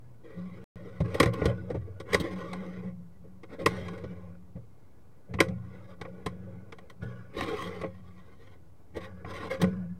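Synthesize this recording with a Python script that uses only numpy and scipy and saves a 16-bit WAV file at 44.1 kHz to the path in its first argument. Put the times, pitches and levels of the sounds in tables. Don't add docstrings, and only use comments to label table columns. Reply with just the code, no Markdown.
import sys
import numpy as np
from scipy import signal
from scipy.fft import rfft, irfft
from scipy.io import wavfile
from scipy.ndimage import uniform_filter1d

SR = 44100
rng = np.random.default_rng(int(sys.argv[2]) if len(sys.argv) > 2 else 0)


def file_out(sig):
    cols = np.atleast_2d(sig).T
    lim = np.clip(cols, -1, 1)
    pcm = np.round(lim * 32767).astype(np.int16)
    wavfile.write(sys.argv[1], SR, pcm)


N = 440553
T = np.arange(N) / SR
STEP = 32
SLOW = T[::STEP]

# pitch_hz, width_hz, level_db
FRAME = [(82.3, 12, -15.5), (96.8, 11, -11.5), (118.75, 6.8, -2.5), (163, 30, 3.5), (180, 11, -6)]


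def slide(parts):
    grains = wandering(slips(per_s=5600, spread_db=1.5), patchy_db=4.0)
    surges = gain_of(1.3 * drifting(span_s=0.02))
    hold = evened(grip(stutter_db=1.45, stutter_s=0.0092) * surges)
    gritty_hold = evened(hold ** 1.1)
    holds = np.array([hold, hold, gritty_hold, hold])
    forces = grains * holds * rubbing()
    return signal.oaconvolve(forces, parts, axes=1).sum(0)[:N]


def slips(per_s, spread_db):
    clicks = (rng.random(N) < per_s / SR) * rng.choice([-1., 1.], N)
    size_db = spread_db * np.minimum(rng.exponential(1, N), 4)
    return clicks * gain_of(size_db)


def wandering(force, patchy_db):
    spectrum = signal.stft(force, nperseg=1024, noverlap=768)[2]
    patches = uniform_filter1d(rng.standard_normal(spectrum.shape), size=12, axis=1)
    patches = uniform_filter1d(patches, size=3, axis=0)
    favoured = spectrum * gain_of(patchy_db * evened(patches))
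    return evened(signal.istft(favoured, nperseg=1024, noverlap=768)[1][:N])


def grip(stutter_db, stutter_s):
    catches = (rng.random(N) < 1 / (stutter_s * SR)) * rng.standard_normal(N)
    settling = evened(signal.lfilter([1], [1, -np.exp(-1 / (stutter_s * SR))], catches))
    return evened(gain_of(stutter_db * np.minimum(settling, 2)))


def rubbing():
    # start_s, length_s, first_db, last_db, shell_db, guide_db
    strokes = [(0.242, 0.77, -52.5, -51, -7.5, -14), (1.044, 0.23, -44, -34, -7, -12.5),
               (1.33, 0.17, -38.5, -30.5, -10, -15.5), (1.506, 0.78, -45, -62.5, -15.5, -15.5),
               (2.063, 0.064, -55, -34, -6, -7), (2.168, 0.17, -40.5, -39, -6.5, -19),
               (2.361, 0.53, -38, -49, -8, -14), (3.496, 0.047, -48, -40, -9, -15),
               (3.594, 0.028, -38, -35, -7, -27), (3.671, 0.68, -35.5, -59.5, -8, -12),
               (5.294, 0.22, -50, -42.5, -18, -21.5), (5.538, 0.39, -61, -50, -7.5, -9.5),
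               (5.99, 0.93, -51.5, -60, -12.5, -12), (7.023, 0.3, -48.5, -61, -8, -3.5),
               (7.339, 0.098, -47.5, -32, -2, -20.5), (7.463, 0.091, -32.5, -36, -5, -16),
               (7.565, 0.11, -39.5, -42, 1.5, -9), (7.674, 0.19, -37.5, -47.5, -4.5, -15.5),
               (7.88, 0.66, -66.5, -62.5, 0, -6.5), (8.949, 0.023, -44, -37.5, -6.5, -14.5),
               (9.005, 0.045, -50, -44.5, 0, -12), (9.077, 0.15, -56, -56.5, -10, -4),
               (9.259, 0.05, -45.5, -36.5, -4, -5), (9.337, 0.14, -40.5, -45, -1.5, -10),
               (9.505, 0.066, -39, -44.5, 0, -8), (9.601, 0.37, -38.5, -68.5, -10.5, -6.5)]
    # drum_db, shell_db, fittings_db, guide_db
    rest_db = (-71, -78.5, -95, -80)
    attack_db_per_s, release_db_per_s = 1201, 496.5
    grit_swing = 1.4
    power = gain_of(2 * np.array(rest_db))[:, None]
    for start, length, first_db, last_db, shell_db, guide_db in strokes:
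        db = swell(start, length, first_db, last_db, attack_db_per_s, release_db_per_s)
        grit_db = -9.5 + 1.3 * shell_db
        swing_db = (grit_swing - 1) * (db - (first_db + last_db) / 2)
        levels_db = np.array([db, db + shell_db, db + grit_db + swing_db, db + guide_db])
        power = power + gain_of(2 * levels_db)
    return filled(np.sqrt(power))


def knocks(parts, base_contact_s, shudder_db, shudder_s):
    # start_s, shell_peak_db, thump_db, boom_db, crack_db
    blow_table = [(1.001, -32.5, 14.5, 9.5, -9.5), (1.141, -28.5, 2, 8.5, -5.5), (1.199, -8, -9.5, -1, -6),
                  (1.228, -14.5, -14, 0.5, -7.5), (1.257, -23.5, 8, -20, -8), (1.334, -36, -10, -4, -3),
                  (1.414, -29.5, 8.5, 9, -43), (1.453, -21.5, 9, 4.5, -8), (1.697, -39, 8, 16, -8.5),
                  (1.741, -45, 19.5, 20.5, -8.5), (1.998, -34, -6, 2.5, -8), (2.13, -17.5, -11, -1, -6),
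                  (2.143, -10, -26, -1, -7.5), (2.197, -38.5, 13, 10, 7.5), (2.53, -27, -24, -11, -8),
                  (3.234, -68.5, -6, 22, -10), (3.43, -41, -15.5, 3, -10.5), (3.659, -10, -12.5, -1.5, -6),
                  (3.881, -32, -22, -8, -9.5), (3.975, -43.5, -4, 5, -7), (4.035, -40, 7, 9, -12),
                  (4.552, -57.5, 28, 17, -14), (5.336, -31.5, 5.5, 1.5, -11), (5.386, -23, -17, -5, -40),
                  (5.402, -6, -19, -1.5, -7.5), (5.483, -37, 11.5, -11, -9.5),
                  (6.011, -29.5, -11, -4.5, -9), (6.048, -36.5, -10, 1.5, -18),
                  (6.26, -22, -5.5, -2.5, -7.5), (6.462, -65.5, 1, 23.5, -9), (6.721, -32.5, -41, -6, -10),
                  (6.783, -40, -17, -10.5, -8.5), (6.897, -40, -7, -8.5, -5),
                  (7.024, -53.5, 26.5, 16.5, -0.5), (7.407, -21, -16.5, -15, -7.5),
                  (7.812, -33.5, -17, 0, -8), (7.833, -34, 4, 10, -41), (8.961, -42, 3.5, 15, -2),
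                  (9.245, -31.5, -7, -15.5, -33), (9.614, -22, -1, 3, -2.5), (9.635, -25, -27, 5.5, -10)]
    out, t = np.zeros(N + SR), np.arange(SR // 8) / SR
    shove = t * np.exp(-t / 0.0023)
    for start, peak_db, thump_db, boom_db, crack_db in blow_table:
        contact_s = base_contact_s * gain_of(0.3 * boom_db - 0.11 * (peak_db + 10))
        u = t / contact_s
        envelope = np.exp(-u ** 2) + gain_of(shudder_db) * np.exp(-t / shudder_s)
        blow = rng.standard_normal(len(t)) * np.minimum(2.8 * u, 1) * envelope
        blow /= np.linalg.norm(blow)
        edge = -0.025 * peak_db * blow + np.diff(blow, prepend=0)
        top_hz = np.clip(15000 * gain_of(crack_db + 5.0), 4000, SR / 2.2)
        edge = signal.lfilter(*signal.butter(3, top_hz, fs=SR), edge)
        forces = [shove / shove.sum() + 0.14 * blow, blow, edge, edge, edge]
        answers = signal.fftconvolve(forces, parts, axes=1)
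        levels_db = peak_db + np.array([thump_db, boom_db, 0, crack_db, -12])
        levels = gain_of(levels_db) / abs(answers).max(1)
        at = round(start * SR)
        out[at:at + answers.shape[1]] += levels @ answers
    low_cut = signal.butter(4, 62, "high", fs=SR, output="sos")
    return signal.sosfilt(low_cut, out[:N])


def sway():
    low_gain, centre_hz, high_gain = shaking()
    loaded = 1 + 0.01 * drifting(span_s=0.08)
    jolts = evened(gain_of(3.0 * drifting(span_s=0.025)))

    def hum(hz, width, db):
        return gain_of(db) * resonate(rng.standard_normal(N), hz * loaded, width, steady=0.8)

    low_tones = np.array([hum(*mode) for mode in FRAME[:3]])
    low_hz = np.transpose(FRAME)[0][:3, None]
    near = np.exp(-((low_hz - centre_hz) / 18) ** 2)
    near_power = (near ** 2 * low_tones.var(1)[:, None]).sum(0)
    low = (low_tones * near).sum(0) / np.sqrt(near_power)
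    return low * low_gain + hum(*FRAME[-1]) * jolts * high_gain


def shaking():
    # start_s, hold_s, low_db, pitch_hz, high_db
    shakes = [(0, 0.069, -51.5, 123, -66), (0.381, 0.014, -49, 92.7, -32), (0.52, 0.47, -51, 103, -45),
              (1.002, 0.63, -42.5, 98.6, -37.5), (1.735, 0.051, -36.5, 94, -52),
              (2.127, 0.045, -40, 99.3, -33.5), (2.324, 0.55, -68, 99, -35),
              (2.773, 0.088, -46, 103, -34.5), (3.2, 0.34, -59, 97, -50.5), (3.629, 0.24, -43.5, 94.3, -35),
              (4.003, 0.31, -49.5, 90, -40.5), (5.317, 0.26, -39.5, 102.3, -35.5),
              (5.661, 0.82, -60, 92.2, -46.5), (6.253, 0.31, -48, 99, -40.5), (7.006, 0.18, -48, 104, -44),
              (7.376, 0.67, -49.5, 94.4, -42), (8.211, 0.67, -63, 77.2, -75.5),
              (8.949, 0.55, -49.5, 90.3, -46), (9.636, 0.015, -36, 97, -19)]
    rise_db_per_s, high_fade_db_per_s = 492.5, 64
    low_fade_db_per_s, linger_db, linger_fade_db_per_s = 76.5, -11, 15
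    low, pitch, high = 1e-20, 0, 1e-20
    for start, hold, low_db, hz, high_db in shakes:
        fast_db = swell(start, hold, low_db, low_db, rise_db_per_s, low_fade_db_per_s)
        slow_db = linger_db + swell(start, hold, low_db, low_db, rise_db_per_s, linger_fade_db_per_s)
        power = gain_of(2 * fast_db) + gain_of(2 * slow_db)
        low, pitch = low + power, pitch + power * hz
        high = high + gain_of(2 * swell(start, hold, high_db, high_db, rise_db_per_s, high_fade_db_per_s))
    return filled([np.sqrt(low), pitch / low, np.sqrt(high)])


def resonate(x, hz, width, steady):
    turn = np.exp(2j * np.pi * np.cumsum(hz) / SR)
    r = np.exp(-np.pi * width / SR)
    slow = signal.lfilter([1], [1, -2 * r, r ** 2], x / turn) + 1e-9
    return evened((turn * slow / abs(slow) ** steady).real)


def room():
    # pitch_hz, relative_db (per Hz)
    colour_table = [(25, -28), (94, -16), (527, -34), (1040, -40.5), (1900, -54.5), (15800, -60.5)]
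    rms_db = -58.5
    hz, (f, db) = np.fft.rfftfreq(N, 1 / SR), np.transpose(colour_table)
    colour = gain_of(np.interp(np.log(hz + 1), np.log(f + 1), db))
    noise = irfft(rfft(rng.standard_normal(N)) * colour, N)
    return gain_of(rms_db) * evened(noise)


def ringing(modes, rise_s):
    t = np.arange(SR // 2) / SR
    out = np.zeros(len(t))
    for hz, width, db in modes:
        decay = np.sqrt(width) * np.exp(-np.pi * width * t)
        out += gain_of(db) * decay * np.sin(2 * np.pi * hz * t)
    out *= 1 - np.exp(-t / rise_s)
    return out / np.linalg.norm(out)


def swell(start, length, first_db, last_db, rise, fall):
    held = np.interp(SLOW, [start, start + length + 1e-6], [first_db, last_db])
    before = rise * np.maximum(start - SLOW, 0)
    after = fall * np.maximum(SLOW - start - length, 0)
    return held - before - after


def drifting(span_s):
    size = max(round(span_s * SR / STEP), 1)
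    chance = uniform_filter1d(rng.standard_normal(len(SLOW)), size=size)
    chance = uniform_filter1d(chance, size=size)
    return filled([evened(chance)])[0]


def filled(rows):
    return np.array([np.interp(T, SLOW, row) for row in rows])


def gain_of(db):
    return 10 ** (np.asarray(db) / 20)


def evened(x):
    return x / np.sqrt(np.mean(x ** 2) + 1e-20)


def scene():
    # pitch_hz, width_hz, level_db
    drum_modes = [(336.6, 25, 2), (457.8, 89, 11.5), (531, 11, 1.5)]
    shell_modes = [(744.3, 190, 5.5), (1058.5, 59, 4), (1946, 120, -1.5), (2060, 350, 4.5)]
    fitting_modes = [(3300, 310, -2), (3754, 600, -0.5), (4474, 990, -6.5), (5460, 1000, -11.5),
                     (8280, 1300, -9), (10300, 5600, -6)]
    guide_modes = [(1123.4, 25, -1.5), (1479, 41, 1.5), (1664, 120, 2), (4860, 410, -15)]
    frame = ringing(FRAME, rise_s=0.0044)
    drum = ringing(drum_modes, rise_s=0.00049)
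    shell = ringing(shell_modes, rise_s=0.00047)
    fittings = ringing(fitting_modes, rise_s=0.0001)
    guide = ringing(guide_modes, rise_s=0.00059)
    scrapes = slide(np.array([drum, shell, fittings, guide]))
    blows = knocks((frame, drum, shell, fittings, guide), base_contact_s=0.0084, shudder_db=-9.5, shudder_s=0.016)
    return (scrapes + blows + sway() + room())[None]


def record(dry):
    # start_s, end_s
    dropout = (.642, .758)
    offset, edge_hz = -0.00375, 15900
    running = (T < dropout[0]) | (T > dropout[1])
    low_pass = signal.firwin(511, edge_hz, window=("kaiser", 9), fs=SR)
    return signal.oaconvolve((dry + offset) * running, low_pass[None], "same")


dry = scene()
out = record(dry)
file_out(out)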